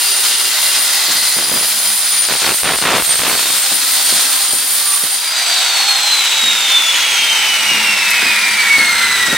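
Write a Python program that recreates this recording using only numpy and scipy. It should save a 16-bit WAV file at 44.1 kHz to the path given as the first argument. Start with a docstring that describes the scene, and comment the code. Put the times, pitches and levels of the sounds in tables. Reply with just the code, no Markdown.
"""Circular saw on aluminium

A hand-held saw trims a panel on the ground in a narrow brick passage. Its gears whine over the rush
of the blade; the teeth crackle through the thin sheet, which thumps as it shifts. Then the trigger
is let go and the blade coasts down, the whine sinking and the slack gears rattling."""
import sys
import numpy as np
from scipy import signal
from scipy.fft import rfft, irfft, next_fast_len
from scipy.io import wavfile
from scipy.ndimage import uniform_filter1d, minimum_filter1d

SR = 44100
rng = np.random.default_rng(int(sys.argv[2]) if len(sys.argv) > 2 else 0)


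def dump(signal):
    """Clip the signal to [-1, 1] and save it as 16-bit WAV at the path in sys.argv[1]."""
    limited = np.clip(np.atleast_2d(signal).T, -1, 1)
    pcm = np.round(limited * 32767).astype(np.int16)
    wavfile.write(sys.argv[1], SR, pcm)


N = 413207
TIME = np.arange(N) / SR
GEAR_TEETH = 70
RELEASE_S, COAST_S = 5.24, 5.36  # the motor lets go; the speed starts to fall
FRICTION_HZ_PER_S, DRAG_EVEN_HZ = 434, 3916  # air drag equals friction at DRAG_EVEN_HZ

# Table levels are relative; each layer sets its own gain.
# gear speed under power, sagging as the blade bites: time_s, mesh_hz
DRIVEN_SPEED = [(0, 4735), (.4, 4815), (1.35, 4838), (1.55, 4860), (1.85, 4860), (2.2, 4780), (2.5, 4520),
                (2.62, 4605), (2.8, 4640), (2.95, 4430), (3.1, 4445), (3.45, 4410), (3.8, 4595),
                (4.4, 4668), (4.7, 4628), (5.1, 4645), (5.3, 4844)]
# gear mesh tone under power: time_s, level_db
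MESH_LEVEL = [(0, -21), (.3, -29.5), (1.3, -22.5), (2.3, -29), (3, -34.5), (3.7, -36), (4, -26), (4.3, -35),
              (4.6, -29), (5, -36), (5.25, -26)]
# its shrill octave: time_s, level_db
OCTAVE_LEVEL = [(0, -20), (.4, -24), (.8, -57), (1.5, -15), (1.75, -21.5), (2.2, -13), (2.45, -28),
                (2.65, -17), (2.97, -47), (3.1, -8.5), (3.25, -26), (3.45, -30), (3.75, -16.5), (4.05, -38),
                (4.5, -16.5), (4.8, -16), (5.2, -16)]
# gear case resonances the whine sweeps through: centre_hz, width_hz, lift_db
GEARCASE_MODES = [(14700, 250, 8), (4830, 35, -2), (4290, 64, 5), (4060, 210, 4.5), (3776, 72, 7),
                  (3540, 99, 7.5), (3280, 210, 2), (2980, 200, 3), (2520, 90, 3.5), (2222, 120, 11.5),
                  (1950, 20, 9)]
# stereo image, wider toward the treble: frequency_hz, correlation
STEREO_LIKENESS = [(30, .995), (250, .98), (600, .96), (1100, .985), (2600, .975), (4400, .92), (6000, .7),
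                   (8000, .22), (15000, .18)]
# air moved by the running saw: time_s, rush_db, hiss_db
AIRFLOW = [(0.0, -18, -26), (0.62, -17.5, -25.5), (0.85, -17, -27.5), (1.13, -17.5, -26),
           (1.48, -20.5, -25.5), (1.77, -19, -25.5), (2.03, -20.5, -27.5), (2.48, -18.5, -29),
           (2.64, -21.5, -27), (2.87, -22.5, -30), (3.03, -20.5, -26.5), (3.27, -18.5, -25),
           (3.84, -18.5, -24), (4.1, -17, -25.5), (4.27, -17, -25), (4.5, -20, -26.5), (4.98, -20.5, -24),
           (5.2, -21, -28)]
# blade rush under power: frequency_hz, level_db
DRIVEN_RUSH_EQ = [(40, -87), (120, -38), (210, -15), (450, -12.5), (800, -4), (1600, -3.5), (3000, 0.5),
                  (4200, 5.5), (5000, 4), (5900, -1), (8000, -4), (11000, -44), (16000, -46)]
# fan hiss: frequency_hz, level_db
FAN_HISS_EQ = [(5000, -20.5), (8000, 1.5), (10000, 6), (11000, 2.5), (13000, 2.5), (16000, -1)]
# sizzle round the gear octave: mesh_multiple, level_db
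SIZZLE_ORDERS = [(1.6, -41), (1.76, -1), (1.83, 4), (1.9, 4), (2, 11), (2.08, 1), (2.2, -49), (2.4, -60)]
# small parts radiate bass poorly: frequency_hz, level_db
SMALL_PARTS_EQ = [(120, -19.5), (700, -7)]
# motor housing and blade resonances: centre_hz, width_hz, lift_db
HOUSING_MODES = [(796, 150, 1), (1404, 290, 4), (1953, 350, 3), (3200, 72, 5.5), (3640, 280, 1),
                 (4210, 170, 1), (4570, 79, -9), (6200, 72, 6.5), (6820, 110, 6), (7500, 80, 6),
                 (8530, 50, -1), (8800, 65, 7), (13300, 250, 0)]
# narrow noise bands: saw and panel singing, and in the coast a rising colour from reflections as the saw moves:
# start_s, end_s, pitch_hz, nominal_width_hz, level_db
RINGS = [(-.2, 0.604, 396, 23, -43), (-.2, .9, 2797, 49, -31), (.4, 1.5, 2004, 130, -30),
         (.4, 1.45, 13300, 110, -36), (0.947, 1.423, 4200, 380, -23), (1.6, 2.304, 209.6, 5.6, -49),
         (2.36, 2.56, 4340, 200, -22), (3.0, 4.807, 272.4, 12, -50.5), (3.22, 3.5, 4490, 25, -23.5),
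         (3.35, 3.62, 3700, 68, -22), (4.75, 5.09, 1170, 60, -31), (5.3, 5.85, 733, 120, -33.5),
         (5.65, 6.205, 803, 66, -31), (6.9, 8.105, 852, 59, -36.5), (7.7, 9.203, 944, 46, -37),
         (7.5, 9.5, 214, 15, -44), (8.76, 9.18, 1380, 50, -24.5), (8.849, 9.407, 3770, 80, -31)]
# background rumble: time_s, level_db
RUMBLE_LEVEL = [(0, -70), (5.7, -63), (7.6, -44), (8.3, -46.5), (9.37, -36)]
# its dark street tone: frequency_hz, level_db
RUMBLE_EQ = [(25, -9), (65, 2.5), (120, -2), (220, 3), (500, 2), (1200, -38)]
# the panel is bumped and shifted: start_s, level_db, decay_s
BUMPS = [(1.077, -26.5, 0.081), (1.358, -25, 0.088), (1.509, -23, 0.055), (3.71, -28, 0.068),
         (4.118, -24, .046), (4.527, -22.5, 0.028), (5.031, -22.5, 0.021), (6.428, -30, 0.14),
         (7.709, -28.5, 0.2), (8.222, -24, 0.066), (8.775, -22.5, 0.074), (9.275, -22.5, .084),
         (9.323, -22, .05)]
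# its dull thump: frequency_hz, level_db
THUMP_EQ = [(30, -23), (70, -13), (140, -3), (240, 3), (400, -1), (700, -3.5), (1500, -15.5), (4000, -48)]
# the blade bites into the sheet: start_s, length_s, depth_db
BITES = [(1.356, 0.34, -30), (2.284, 0.089, -22.5), (2.427, 0.11, -19), (2.628, 0.14, -17.5),
         (2.813, 0.2, -13.5), (3.194, 0.16, -24.5), (2.982, .62, -30.5)]
# single teeth snag: time_s, strength_db
SNAGS = [(1.389, -12), (1.519, -15), (1.576, -11), (2.288, -9), (2.42, -10), (2.531, -26), (2.545, -15),
         (2.634, -3), (2.743, -8), (2.759, -6), (2.788, -9), (2.819, -27), (3.005, -12), (3.023, -4),
         (3.194, -5), (3.354, -11)]
# crackle of the thin sheet: frequency_hz, level_db
CRACKLE_EQ = [(21, -48), (35, -15), (155, 0), (325, 1.5), (414, 2.5), (493, 2), (797, 2.5), (992, 3),
              (2650, 1), (3760, -2.5), (4290, -5.5), (6500, -67), (8450, -47), (14300, -120)]
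# rattle of the slack gears: time_s, level_db
RATTLE_LEVEL = [(5.4, -18), (5.56, -13.5), (5.96, -14.5), (8.28, -13.5), (9.37, -20)]
# its colour, tracking the speed: mesh_multiple, level_db
RATTLE_ORDERS = [(.15, -17.5), (.4, -23), (.62, -8), (.82, 0.5), (.95, -2), (1.12, -8.5), (1.9, -10.5),
                 (2.4, -42)]
# blade and guard resonances: centre_hz, width_hz, lift_db
BLADE_MODES = [(947, 140, 2.5), (1387, 120, 5.5), (2200, 510, 4), (3780, 430, 3.5), (5600, 80, -7),
               (6100, 130, 1.5), (6700, 140, 2), (7740, 40, 11.5), (8400, 130, 4), (15100, 400, 1)]
# rush of the coasting blade: frequency_hz, level_db
COAST_RUSH_EQ = [(30, -38), (120, -40), (210, -16), (450, -8.5), (800, 2), (1500, 5), (3000, 7.5),
                 (4500, 5), (6000, 4.5), (7200, -1.5), (8600, 3), (10300, -3), (13000, -6.5), (16000, -9.5)]
# narrow whistle two octaves above the mesh: mesh_multiple, level_db
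WHISTLE_ORDERS = [(3.75, -20), (3.92, -31), (4, 22), (4.1, -33), (4.3, -7)]
# the blade's bright band, which brings out the sinking whistle: frequency_hz, level_db
BRIGHT_BAND_EQ = [(7000, -10), (7900, 0), (9900, -3), (10800, -14), (15000, -36)]
# one sharp little tick: start_s, level_db
TICK = [(8.104, -4)]
# its bright colour: frequency_hz, level_db
TICK_EQ = [(3000, -25), (8000, 2), (12000, 0), (16000, -10)]


def from_db(db):
    """Decibels to gain."""
    return 10 ** (np.asarray(db) / 20)


def rms_one(x):
    """Scale to unit power."""
    return x / np.sqrt(np.mean(x ** 2) + 1e-20)


def in_time(rows):
    """One automation curve for each column after the time."""
    times, *columns = np.transpose(rows)
    return [np.interp(TIME, times, column) for column in columns]


def at_hz(points, hz):
    """Read a curve on a log-frequency axis."""
    x, y = np.transpose(points)
    return np.interp(np.log(hz), np.log(x), y)


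def lift_db(modes, hz):
    """What a set of resonances adds at a frequency."""
    return sum(lift / (1 + (2 * (hz - centre) / width) ** 2) for centre, width, lift in modes)


def drift(rate_hz):
    """Smooth random modulation of spread 1."""
    pole = np.exp(-80 * np.pi * rate_hz / SR)
    slow = signal.lfilter([1], [1, -2 * pole, pole * pole], rng.standard_normal(N // 40 + 2002))[2000:]
    return np.interp(np.arange(N) / 40, np.arange(len(slow)), rms_one(slow))


def white():
    """Two unrelated white noises."""
    return rng.standard_normal((2, N))


def coloured(pair, eq, modes=()):
    """Shape a mid and a side signal with EQ and resonances into left and right at unit power."""
    size = next_fast_len(N, real=True)
    hz = np.maximum(np.arange(size // 2 + 1) * SR / size, 1)
    alike = np.clip(at_hz(STEREO_LIKENESS, hz), 0, .999)
    mid, side = rfft(pair, size) * from_db(at_hz(eq, hz) + lift_db(modes, hz))
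    side = side * np.sqrt((1 - alike) / (1 + alike))
    return rms_one(irfft([mid + side, mid - side], size)[:, :N])


def gear_speed():
    """Mesh rate in Hz: held up by the motor, then braked by even friction and square-law air drag."""
    driven, = in_time(DRIVEN_SPEED)
    start_angle = np.arctan(DRIVEN_SPEED[-1][1] / DRAG_EVEN_HZ)
    coasting = DRAG_EVEN_HZ * np.tan(start_angle - FRICTION_HZ_PER_S / DRAG_EVEN_HZ * (TIME - COAST_S))
    return np.where(TIME < COAST_S, driven, coasting)


def whine(mesh, order, level_db, flutter, wobble, apart):
    """One gear tone: it swings once a turn, and wall reflections make each side waver differently."""
    runout = wobble * np.sin(2 * np.pi * (mesh / GEAR_TEETH + rng.random()))
    jitter = 1 + flutter * (drift(20 * order) + 1j * drift(20 * order))  # widens the higher tones more
    sides = np.array([jitter + apart * (drift(4.5) + 1j * drift(0.71)) for _ in range(2)])
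    tone = np.real(sides * (1 + runout) * np.exp(2j * np.pi * order * mesh))
    return from_db(level_db) * rms_one(tone)


def gears(mesh, mesh_hz, free):
    """Meshing teeth sing three harmonics: the octave leads under power, the lowest when coasting."""
    mesh_db, octave_db = in_time(MESH_LEVEL) + in_time(OCTAVE_LEVEL)
    driven_db = mesh_db, octave_db, octave_db - 19
    rise_db = 1.4 * (TIME - COAST_S)  # the overtones creep up through the coast
    coasting_db = -20.5 + 1.2 * drift(11), -33.5 + rise_db, -47 + rise_db
    first_db, second_db, third_db = (
        (1 - free) * driven + free * coasting + lift_db(GEARCASE_MODES, order * mesh_hz)
        for order, driven, coasting in zip((1, 2, 3), driven_db, coasting_db))
    blur = 1 + 3 * free  # slack teeth smear the overtones
    return (whine(mesh, order=1, level_db=first_db, flutter=.35, wobble=.25, apart=.12)
            + whine(mesh, order=2, level_db=second_db, flutter=.31 * blur, wobble=.2, apart=.5)
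            + whine(mesh, order=3, level_db=third_db, flutter=.45 * blur, wobble=.35, apart=.5))


def tooth_buzz(turns, harmonics=215, size=4096):
    """Uneven teeth repeat one rough pattern on every turn of the blade: a comb of close lines."""
    lines = rng.standard_normal((2, harmonics)) + 1j * rng.standard_normal((2, harmonics))
    angle = np.arange(size) / size
    return rms_one(np.array([np.interp(turns, angle, cycle, period=1) for cycle in irfft(lines, size)]))


def geared_noise(mesh, orders, per_tooth=32):
    """Noise laid out along the rotation, so its colour rises and sinks with the speed."""
    length = next_fast_len(int(mesh[-1] * per_tooth) + 2, real=True)
    multiple = np.arange(1, length // 2 + 2) * per_tooth / length
    spectrum = rfft(rng.standard_normal((2, length))) * from_db(at_hz(orders, multiple))
    return np.array([np.interp(mesh * per_tooth, np.arange(length), n) for n in irfft(spectrum, length)])


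def driven_saw(mesh, bite, throb=0.074):
    """Blade rush and fan hiss, partly locked to the rotation, with a sizzle round the gear octave."""
    rush_db, hiss_db = in_time(AIRFLOW)
    turns = mesh / GEAR_TEETH
    rush = coloured(white() + 0.17 * tooth_buzz(turns), DRIVEN_RUSH_EQ, HOUSING_MODES)
    rush *= from_db(rush_db + 1.7 + 1.24 * drift(26))
    hiss = coloured(white() + 0.097 * tooth_buzz(turns), FAN_HISS_EQ, HOUSING_MODES)
    hiss *= from_db(hiss_db + 8 + 1.5 * drift(7.4))
    sizzle = coloured(geared_noise(mesh, SIZZLE_ORDERS), SMALL_PARTS_EQ, HOUSING_MODES)
    sizzle *= from_db(-20.5 - 4 * np.minimum(bite, 1) + 2.2 * drift(4.7))  # ducks under load
    return (rush + hiss + sizzle) * (1 + throb * np.sin(2 * np.pi * turns))


def passage(pair, wet=.19, sway_s=.00007, spread_s=.000062, echoes=7):
    """Early reflections off walls and ground: a comb colour that shifts as the saw moves."""
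    out = pair.copy()
    for delay_s, pan in rng.uniform([.004, -1], [.03, 1], (echoes, 2)):
        path_s = delay_s + sway_s * drift(0.24)
        out += wet * np.array([np.interp(TIME - path_s - side * pan * spread_s, TIME, channel, left=0)
                               for side, channel in zip((-1, 1), pair)])
    return out / np.sqrt(1 + echoes * wet ** 2)


def rings(fade_s=0.15):
    """Narrow noise bands swell in and fade out: saw or panel singing while rubbing, and a colour from
    reflections that rises as the saw moves."""
    out = np.zeros(N)
    for start, end, hz, width, db in RINGS:
        on = (TIME > start) & (TIME < end)
        t = TIME[on]
        swell = np.minimum(np.minimum(t - start, end - t) / fade_s, 1)
        band = signal.butter(2, [hz - .6 * width, hz + .6 * width], "band", fs=SR, output="sos")
        out[on] += from_db(db) * swell * rms_one(signal.sosfilt(band, rng.standard_normal(len(t))))
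    return out


def rumble(bite, boom_db=-48):
    """A faint low bed that grows near the end and swells as the sheet booms with each bite."""
    bed_db, = in_time(RUMBLE_LEVEL)
    return (from_db(bed_db) + from_db(boom_db) * bite) * coloured(white(), RUMBLE_EQ)


def panel_thumps(attack_s=0.00396, taps_per_s=250):
    """The long sheet clatters dully on the ground: a knock, then a short flurry of taps."""
    envelope = np.zeros(N)
    taps = (rng.random(N) < taps_per_s / SR) * np.sign(white())
    for start, db, decay_s in BUMPS:
        age = np.maximum(TIME - start, 0)
        decay = np.exp(-np.minimum(age / decay_s, 20))
        envelope += from_db(db - 4) * (1 - np.exp(-age / attack_s)) * decay
        taps[0, round((start + 2 * attack_s) * SR)] += 2.3  # the leading knock
    return envelope * coloured(taps + 0.037 * white(), THUMP_EQ)


def bite_depth(full_bite_db=-20.5, arch=0.47):
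    """The teeth sink into the sheet and ease out along a flattened arch; 1 is a full bite."""
    depth = np.zeros(N)
    for start, length, db in BITES:
        on = (TIME > start) & (TIME < start + length)
        depth[on] += from_db(db - full_bite_db) * np.sin(np.pi * (TIME[on] - start) / length) ** arch
    return depth


def cut_crackle(mesh, bite, chips_per_s=900, spread_db=5, runout=1.3, ceiling=.55):
    """Teeth tear off chips: clicks bunched once a turn, thicker and more even in a deep bite."""
    bunching = runout / (.5 + bite)
    contact = np.exp(bunching * np.cos(2 * np.pi * mesh / GEAR_TEETH)) / np.i0(bunching)
    chips = (rng.random(N) < chips_per_s * bite * contact / SR) * np.sqrt(bite)
    clicks = chips * from_db(spread_db * np.clip(white(), -2, 1.5)) * rng.choice([-1, 1], (2, N))
    for start, db in SNAGS:
        clicks[0, round(start * SR)] += from_db(db + 21.5)
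    crackle = from_db(-24.5) * coloured(clicks, CRACKLE_EQ)
    return ceiling * np.tanh(crackle / ceiling)  # the loudest cracks are flattened


def coasting_saw(mesh, throb=0.077):
    """Unloaded teeth rattle in their play, ringing blade and guard over a rush and a thin whistle."""
    rattle_db, = in_time(RATTLE_LEVEL)
    turns = mesh / GEAR_TEETH
    rattle = coloured(geared_noise(mesh, RATTLE_ORDERS), SMALL_PARTS_EQ, BLADE_MODES)
    rattle *= from_db(rattle_db - 3 + 1.4 * drift(13))
    rush = coloured(white() * from_db(1.7 * drift(190)), COAST_RUSH_EQ, BLADE_MODES)
    rush *= from_db(-16 + .5 * drift(25))
    whistle = coloured(geared_noise(mesh, WHISTLE_ORDERS), BRIGHT_BAND_EQ)
    whistle *= from_db(-37 + 2.5 * drift(12))
    return (rattle + rush + whistle) * (1 + throb * np.sin(2 * np.pi * turns))


def tick(decay_s=0.011):
    """A brief bright contact as the saw is set down."""
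    (start, db), = TICK
    envelope = (TIME > start) * np.exp(-np.minimum(abs(TIME - start) / decay_s, 20))
    return from_db(db - 9) * envelope * coloured(white(), TICK_EQ)


def scene(crossfade_s=0.18, slack_lag_s=0.06):
    """One rotation drives the whole saw; the motor lets go, and a moment later the gears fall slack."""
    mesh_hz, bite = gear_speed(), bite_depth()
    mesh = np.cumsum(mesh_hz) / SR  # gear teeth passed so far
    free, slack = (np.clip((TIME - centre_s) / crossfade_s + .5, 0, 1)
                   for centre_s in (RELEASE_S, RELEASE_S + slack_lag_s))
    saw_noise = np.sqrt(1 - free) * driven_saw(mesh, bite) + np.sqrt(slack) * coasting_saw(mesh)
    saw = gears(mesh, mesh_hz, free) + passage(saw_noise)
    return saw + rings() + cut_crackle(mesh, bite) + panel_thumps() + tick() + rumble(bite)


def record(dry, low_cut_hz=38, high_cut_hz=15800, hold_samples=129):
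    """Master chain: a low cut, a fast limiter on the rare highest peaks, then a steep high cut."""
    thinned = signal.sosfilt(signal.butter(2, low_cut_hz, "high", fs=SR, output="sos"), dry)
    allowed = 1 / np.maximum(np.abs(thinned).max(axis=0), 1)
    gain = uniform_filter1d(minimum_filter1d(allowed, hold_samples), hold_samples)
    return signal.sosfilt(signal.ellip(12, .1, 80, high_cut_hz, fs=SR, output="sos"), thinned * gain)


dry = scene()
out = record(dry)
dump(out)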